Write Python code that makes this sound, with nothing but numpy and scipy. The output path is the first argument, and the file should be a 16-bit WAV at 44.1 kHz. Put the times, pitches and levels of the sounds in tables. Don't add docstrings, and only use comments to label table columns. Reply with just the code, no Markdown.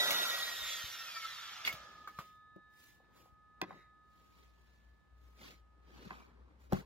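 import sys
import numpy as np
from scipy import signal
from scipy.fft import rfft, irfft
from scipy.io import wavfile
from scipy.ndimage import uniform_filter1d, map_coordinates

SR = 44100
rng = np.random.default_rng(int(sys.argv[2]) if len(sys.argv) > 2 else 0)


def wrap_up_sound(samples):
    columns = np.atleast_2d(samples).T
    tamed = np.clip(columns, -1, 1)
    steps = np.round(tamed * 32767).astype(np.int16)
    wavfile.write(sys.argv[1], SR, steps)


N = 302085
TIME = np.arange(N) / SR


def gain_of(db):
    return 10 ** (np.asarray(db) / 20)


def evened(x):
    return x / np.sqrt(np.mean(x ** 2) + 1e-20)


def read(points, hz):
    f, *values = np.transpose(points)
    return np.squeeze([np.interp(np.log(hz + 1), np.log(f + 1), v) for v in values])


def follow(rows, t):
    s, *columns = np.transpose(rows)
    return np.squeeze([np.interp(t, s, c) for c in columns])


def add(mix, s, sound):
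    part = mix[round(s * SR):][:len(sound)]
    part += sound[:len(part)]


def wander(hz):
    noise = uniform_filter1d(rng.standard_normal(N), 200)
    return evened(signal.lfilter([1], [1, -np.exp(-2 * np.pi * hz / SR)], noise))


def frames():
    return np.arange(N // 128 + 5) * 128 / SR


def colour(points, peaks, hz):
    resonances = sum(gain_of(db) / (1 + (2 * (hz - f) / width) ** 2) for f, width, db in peaks)
    return gain_of(read(points, hz)) * (1 + resonances)


def hiss(points, level_db, bass_db, treble_db, patchy_db, peaks=()):
    hz = np.fft.rfftfreq(512, 1 / SR)
    a, b, patches = rng.standard_normal((len(level_db), 257, 3)).T
    patches = evened(uniform_filter1d(uniform_filter1d(patches, 6, 0), 10, 1))
    shape = colour(points, peaks, hz)
    low = 1 / (1 + (hz / 1100) ** 6)
    high = 1 / (1 + (8000 / (hz + 1)) ** 8)
    size = 0
    for weight, band_db in [(low, bass_db), (1 - low - high, 0), (high, treble_db)]:
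        band = shape * weight
        size = size + (band / np.linalg.norm(band))[:, None] * gain_of(level_db + band_db)
    spectrum = (a + 1j * b) * size * gain_of(patchy_db * patches)
    return signal.istft(spectrum, nperseg=512, noverlap=384)[1][:N]


def fence(x):
    t = np.arange(SR // 4) / SR
    echoes = rng.standard_normal(len(t)) * (rng.random(len(t)) < .05)
    tail = echoes * gain_of(-60 * t / 0.099) * (t > .008)
    tail = uniform_filter1d(tail, size=5)
    return x + gain_of(-14) * signal.fftconvolve(x, tail / np.linalg.norm(tail))[:N]


# [left minus right, dB]
PORT_RESPONSE = [(302, 0.86, 0.66, 0.81, 3), (1487, 1.62, 0.083, 0.36, -1.6),
                 (4790, 1.41, -0.21, 0.55, -3.5), (5500, 2.03, -1.6, 0.018, -2.4),
                 (7000, 0.58, -1.82, 0, -0.5)]
PORT_RESPONSE += [(9000, .1, -3.14, 0, 0), (11500, .6, -4.9, 0, 0), (13200, .05, -6.28, 0, 0)]


def ports(x, lag, scatter, size=2):
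    hz, t, z = signal.stft(x, SR, nperseg=256)
    swing, twist, share, balance_db = read(PORT_RESPONSE, hz)[:, :, None]
    chance = rng.standard_normal(z.shape[::-1]).T
    drift = evened(uniform_filter1d(uniform_filter1d(chance, size=size, axis=0), size=12, axis=1))
    lag_phase = 2 * np.pi * hz[:, None] * share * follow(lag, t) / SR
    turn = np.exp(1j * (twist + scatter * swing * drift + lag_phase))
    pair = [z * gain_of(balance_db / 2), z * turn * gain_of(-balance_db / 2)]
    return signal.istft(np.array(pair), SR, nperseg=256)[1][:, :N]


# start_s [s], level_db [dB]
ENGINE_LEVEL = [(0, -86), (.7, -71.5), (1.3, -129), (1.7, -68), (2.5, -83.5), (4.3, -73), (4.45, -68),
                (4.92, -62), (5.03, -79.5), (5.15, -61), (5.5, -66.5), (6.0, -62.5), (6.85, -60.5)]
# [dB per Hz, relative]
AIR_SPECTRUM = [(25, -18), (70, 1.5), (200, -5.5), (500, -15), (1000, -14.5), (4000, -30), (15800, -48.5)]
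AIR_DB = -72


def garden():
    phase = 2 * np.pi * np.cumsum(60.2 + 2.2 * wander(5.6)) / SR
    note = np.sin(phase) * gain_of(3 * wander(5))
    noise = rng.standard_normal((2, N))
    linked = noise + 0.038 * noise[::-1]
    air = irfft(rfft(linked) * gain_of(read(AIR_SPECTRUM, np.fft.rfftfreq(N, 1 / SR))), N)
    engine_db = follow(ENGINE_LEVEL, TIME) + [[1.5], [-1.5]]
    return gain_of(engine_db) * evened(note) + gain_of(AIR_DB) * evened(air)


RISE_SHARE = 0.41
GRIT_DB = 1.5
PATCHY_DB = .8


def stroke_db(late, length):
    return -10 * (late / length / np.where(late < 0, RISE_SHARE, 1 - RISE_SHARE)) ** 2


# peak_s [s], length_s [s], level_db [dB],
# bass_db [dB against the middle], treble_db [dB against the middle]
STROKES = [(1.863, 0.65, -66.5, 0, -12.5), (1.67, 0.038, -37, -17.5, -12), (2.2, 0.23, -66.5, -8, -3.5),
           (2.832, 0.21, -66.5, -9, 0), (3.086, 0.35, -84, 13, -12), (3.197, 0.17, -72.5, 3.5, -1),
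           (3.686, 0.18, -77, 20.5, -44.5), (4.236, 0.36, -75.5, 2.5, -4.5), (4.393, 0.19, -70.5, 1, -7.5),
           (4.664, 0.53, -76.5, 0.5, -8), (5.27, 0.27, -78, 5.5, -3.5), (5.453, .16, -55, -0.5, -9.5),
           (6.036, 0.34, -62, 5, -11.5), (6.184, 1, -83, 18, -29), (6.631, 0.086, -73.5, 6, -2.5),
           (6.759, 0.098, -54.5, 10, -7)]
# [dB per Hz, relative]
GLOVE_SPECTRUM = [(88, -42), (150, 3.5), (512, -2.5), (673, -8.5), (2080, 12), (4800, 8), (10100, -18),
                  (15800, -22)]


def hands():
    s, length, db, bass_db, treble_db = np.transpose(STROKES)[:, :, None]
    late = frames() - s
    grit_db = GRIT_DB * evened(uniform_filter1d(rng.standard_normal(late.shape[1]), size=3))
    swell_db = db + grit_db + stroke_db(late, length)
    low, mid, high = (10 * np.log10((gain_of(swell_db + d) ** 2).sum(0) + 1e-14)
                      for d in (bass_db, 0, treble_db))
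    return hiss(GLOVE_SPECTRUM, mid, low - mid, high - mid, PATCHY_DB)


# peak_s [s], length_s [s], level_db [dB], ring_hz [Hz]
WOOD_SLIDES = [(3.73, 0.2, -65, 1965), (6.155, 0.17, -61, 1210)]
# multiple [of ring_hz], width_hz [Hz], level_db [dB]
SLIDE_MODES = [(.81, 120, -6), (1, 130, 0), (1.92, 70, -9)]


def slides():
    out = np.zeros(N)
    for s, length, db, ring_hz in WOOD_SLIDES:
        rub = rng.standard_normal(N) * gain_of(GRIT_DB * wander(40))
        ring = np.zeros(N)
        for multiple, width, mode_db in SLIDE_MODES:
            hz = multiple * ring_hz
            resonance = signal.iirpeak(hz, hz / width, SR)
            ring += gain_of(mode_db) * evened(signal.lfilter(*resonance, rub))
        out += ring * gain_of(db + stroke_db(TIME - s, length))
    return out


BLOW_RISE_S = .0005
SOFTER_DB = -14
DETUNE = .012


def hits(rows, modes, crack_t60, narrow_db):
    out, t = np.zeros(N), np.arange(SR // 3) / SR
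    hz, mode_db, t60 = np.transpose(modes)[:, :, None]
    for s, db, favoured_hz, crack_db in rows:
        chance = rng.standard_normal(len(t) + len(modes))
        soft = 2.0 + abs(crack_db / SOFTER_DB)
        detune = 1 + DETUNE * chance[:len(modes), None]
        favour_db = -narrow_db * soft * np.log2(hz / favoured_hz) ** 2
        ring = gain_of(mode_db + favour_db - 60 * t / t60) * np.sin(2 * np.pi * hz * detune * t)
        ring = ring.sum(0)
        dull = np.exp(-2 * np.pi * 1.7 * favoured_hz / SR)
        noise = signal.lfilter([1, -1], np.convolve([1, -dull], [1, -.96]), chance[len(modes):])
        crack = 0.26 * evened(noise) * gain_of(crack_db - 60 * t / crack_t60)
        rise = np.minimum(t / BLOW_RISE_S / soft, 1)
        add(out, s, gain_of(db) * (ring / abs(ring).max() + crack) * rise)
    return out


# start_s [s], level_db [dB], favoured_hz [Hz],
# crack_db [dB against a base crack of 0.26 rms to a ring peak of 1]
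WOOD_BLOWS = [(2.562, -38.5, 360, -11), (3.0, -48.5, 660, -27.5), (3.256, -47, 693, -22),
              (3.6152, -13, 1336, -7.5), (3.622, -26, 335, -55), (3.706, -28.5, 950, -30),
              (6.058, -43, 333.6, -21), (6.1065, -21.5, 1260, -40), (6.112, -43.5, 277, -36),
              (6.723, -13.5, 600, -10), (6.731, -18, 193, 1), (6.746, -50, 230, -14),
              (6.766, -35, 263, -10), (6.785, -36.5, 200, -25), (6.805, -47, 300, -24)]
# pitch_hz [Hz], level_db [dB], t60_s [s]
BENCH_MODES = [(150, -5, 0.21), (192, 10, 0.092), (335, 7, 0.042), (520, 4.5, 0.037), (783, 5, 0.034),
               (1054, 9, 0.016), (1610, 10.5, 0.011), (1980, 4, 0.029), (2493, 9.5, 0.021),
               (3410, 19.5, 0.01), (4620, 32, 0.0095), (5850, 30, 0.012)]


def knocks():
    return fence(hits(WOOD_BLOWS, BENCH_MODES, 0.016, 3.5))


# start_s [s], level_db [dB, before a pulse that peaks at 1.6 times], pitch_hz [Hz]
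SOFT_BUMPS = [(0.618, -50, 68), (0.839, -48.5, 75.5), (1.737, -52, 119), (2.187, -48, 150),
              (3.323, -58, 60.2), (6.067, -47.5, 187.5)]


def thumps():
    out, t = np.zeros(N), np.arange(SR // 10) / SR
    pulse = t / 0.0019 * np.exp(1 - t / 0.0031)
    for s, db, hz in SOFT_BUMPS:
        add(out, s, gain_of(db) * np.sin(2 * np.pi * hz * t) * pulse)
    return out


# start_s [s], level_db [dB], favoured_hz [Hz],
# crack_db [dB against a base crack of 0.26 rms to a ring peak of 1]
SAW_BLOWS = [(.106, -18.5, 3100, 0), (1.649, -21, 3440, -13), (1.6745, -17, 2280, -9.5),
             (1.726, -33, 3680, -2.5), (2.074, -30, 1200, -12.5), (2.187, -27.5, 1120, -9.5)]
# pitch_hz [Hz], level_db [dB], t60_s [s]
SHOE_MODES = [(633, 1.5, 0.04), (1223, 8.5, 0.03), (1510, -1.5, 0.047), (2181, 3.5, 0.081), (2850, 0, 0.03),
              (3440, 1, 0.024), (4575, -2.5, 0.0335), (7600, -5.5, 0.03)]


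def clacks():
    return fence(hits(SAW_BLOWS, SHOE_MODES, 0.14, 7.7))


FRICTION, DRAG, STOP_S = 18.5, .0045, 2.222
GEAR = 4.8


def coasting(t):
    return np.sqrt(FRICTION / DRAG) * np.tan(np.sqrt(FRICTION * DRAG) * np.maximum(STOP_S - t, 0))


# wave levels in dB as (near rest, change at full speed); tilt to high modes, dB an octave
FORWARD_DB, BACKWARD_DB, TILT_DB = (2, 6), (8, -63), -9.5
STIFFENING = .27
FLARE_ORDERS, FLARE_NODES = (7, 14, 15), 4
FLARE_DB, FLARE_WIDTH_HZ = 15, 32
HUSH_S = 6.5
# pitch_hz [Hz], nodes [nodal diameters]
DISC_MODES = [(1253.5, 4), (1732.8, 5), (829, 3), (3725, 2), (3582, 5)]
# [gained at full speed, dB]
DISC_RINGING = [(-60.5, 13.4, .54, 2.938, -6.5), (-66, 12.8, 0.92, 3.248, 23), (-85.5, 26, .4, 2.2, -17.5),
                (-82.5, 11.4, 0.83, 3.3, 51), (-76.5, 2.6, 1, 2.6, 51.5)]


def blade():
    speed, out = coasting(TIME), np.zeros(N)
    pace, turning = speed / speed[0], np.clip(speed / 3, 0, 1)
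    forward_db, backward_db = ((slow + fast * pace ** 2) * turning for slow, fast in (FORWARD_DB, BACKWARD_DB))
    waves = ((0.89, forward_db, 1), (-1.1, backward_db, 0.66))
    for (hz, nodes), (db, t60, beat, null, spun_db) in zip(DISC_MODES, DISC_RINGING):
        centre = np.cumsum(hz + STIFFENING * (nodes * speed) ** 2 / hz) / SR
        split = np.cumsum(np.hypot(nodes * speed, beat / 2)) / SR
        split -= split[round(null * SR)]
        level_db = db - 60 * np.maximum(TIME - STOP_S, 0) / t60
        level_db += (TILT_DB * np.log2(hz / 1250) + spun_db * pace) * turning
        level_db -= 12 * np.clip((TIME - HUSH_S) * 20, 0, 1)
        for side, wave_db, share in waves:
            shaken_db = 4.5 * wander(12) * np.clip(speed / 20, 0, 1)
            if nodes == FLARE_NODES and side > 0:
                for order in FLARE_ORDERS:
                    apart_hz = order * GEAR * speed - hz - side * nodes * speed
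                    shaken_db += FLARE_DB / (1 + (apart_hz / FLARE_WIDTH_HZ) ** 2)
            wave = np.sin(2 * np.pi * (centre + side * split))
            out += side * share * gain_of(level_db + wave_db + shaken_db) * wave
    return out


RATTLE_ORDERS, RATTLE_DB = (12, 64), -14
RATTLE_TURNS = 30
SCREECH_S, SCREECH_WIDTH_S, SCREECH_DB = .71, .08, 9
# [dB per Hz, relative]
HOUSING_SPECTRUM = [(88, -74.5), (150, -19), (1360, -5.5), (1930, -7.5), (5520, -8.5), (9160, -17.5),
                    (14300, -18.5), (15800, -37)]
# pitch_hz [Hz], width_hz [Hz], level_db [dB over the housing spectrum]
CASING_MODES = [(610, 110, 4), (1341, 49.4, 12.5), (3475, 390, 2), (4706, 83, -12.5), (5540, 49, 0.5)]


def rattle(turns, speed):
    whole, order = np.arange(int(turns[-1]) + 2), np.arange(513)
    chance = rng.standard_normal((len(whole), 513, 2))
    a, b = uniform_filter1d(chance, RATTLE_TURNS, axis=0).T * np.sqrt(RATTLE_TURNS / 2)
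    heard = (order >= RATTLE_ORDERS[0]) & (order <= RATTLE_ORDERS[1])
    hz = order[:, None] * np.interp(whole, turns, speed)
    size = colour(HOUSING_SPECTRUM, CASING_MODES, hz) * heard[:, None]
    shapes = irfft((a + 1j * b) * size, axis=0) * 512
    screech_db = SCREECH_DB * np.exp(-((TIME - SCREECH_S) / SCREECH_WIDTH_S) ** 2)
    return gain_of(RATTLE_DB + screech_db) * map_coordinates(shapes, [turns % 1 * 1023, turns], order=1)


ROAR_BASS_DB, BASS_LOSS_DB, ROAR_TREBLE_DB = -6.5, -27.5, -8.5
HIDDEN_S, TREBLE_LOSS_DB_PER_S = 0.89, -16.5
MESH_BASS_SHARE = .5


def bass_of_roar(t):
    return ROAR_BASS_DB + BASS_LOSS_DB * (1 - coasting(t) / coasting(0))


def whine(rows, turns, speed, low_db):
    out = np.zeros(N)
    for order, db in rows:
        hz = order * speed
        level_db = db + FLUTTER_DB * wander(FLUTTER_HZ) + low_db / (1 + (hz / 1100) ** 6)
        tone = np.sin(2 * np.pi * order * turns + 0.24 * wander(FLUTTER_HZ))
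        out += colour(HOUSING_SPECTRUM, CASING_MODES, hz) * gain_of(level_db) * tone
    return out


FACING_S, FACING_WIDTH_S, WHINE_GAIN_DB = .85, .62, 5
FLUTTER_DB, FLUTTER_HZ = 3, 16
# start_s [s], level_db [dB]
ROAR_LEVEL = [(0, -35), (.3, -37.5), (.55, -42.5), (.72, -43.5), (.98, -48.5), (1.25, -47), (1.7, -50.5),
              (2.0, -67.5), (2.25, -79), (2.6, -120)]
# [dB against the roar, before colour]
MESH_TONES = [(7, -10), (14, -14)]
VANE_TONES = [(24, -5), (34, -13), (48, -4), (96, -9)]


def motor(pulsing):
    speed = GEAR * coasting(TIME)
    turns = np.cumsum(speed) / SR
    low_db = MESH_BASS_SHARE * bass_of_roar(TIME)
    mesh = whine(MESH_TONES, turns, speed, low_db)
    vanes = whine(VANE_TONES, turns, speed, low_db)
    facing_db = WHINE_GAIN_DB - 10 * ((TIME - FACING_S) / FACING_WIDTH_S) ** 2
    tones = (mesh + vanes * gain_of(facing_db)) * pulsing
    t = frames()
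    treble_db = ROAR_TREBLE_DB + TREBLE_LOSS_DB_PER_S * np.maximum(t - HIDDEN_S, 0)
    roar = hiss(HOUSING_SPECTRUM, follow(ROAR_LEVEL, t), bass_of_roar(t), treble_db, PATCHY_DB, CASING_MODES)
    return roar + (tones + rattle(turns, speed)) * gain_of(follow(ROAR_LEVEL, TIME))


PULSING_S, PULSING_WIDTH_S, PULSING_HZ, PULSING_DB = 1.165, .3, 13, 5
# start_s [s], lag [left port behind right, samples, before lag_share]
BENCH_LAG = [(2.2, 5.4), (3.9, 7.8), (4.2, 25)]
SAW_ARRIVAL = [(0, 14), (1.1, -4), (2.2, -5.5)]


def scene():
    bench = ports(hands() + slides(), BENCH_LAG, 0.88) + ports(knocks(), BENCH_LAG, 0.63, size=8)
    span = np.exp(-((TIME - PULSING_S) / PULSING_WIDTH_S) ** 4)
    pulsing = gain_of(PULSING_DB * np.cos(2 * np.pi * PULSING_HZ * (TIME - PULSING_S)) * span)
    saw = ports(clacks() + thumps(), SAW_ARRIVAL, 0.92, size=8)
    saw += ports(blade() * pulsing, SAW_ARRIVAL, .06)
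    saw += ports(motor(pulsing), SAW_ARRIVAL, 0.74)
    return garden() + bench + saw


EDGE_HZ, RUMBLE_HZ = 15900, 42


def record(dry):
    high_pass = signal.butter(3, RUMBLE_HZ, "high", fs=SR, output="sos")
    thinned = signal.sosfilt(high_pass, dry)
    band_limit = signal.firwin(511, EDGE_HZ, window=("kaiser", 9), fs=SR)
    return signal.oaconvolve(thinned, band_limit[None], "same")


dry = scene()
out = record(dry)
wrap_up_sound(out)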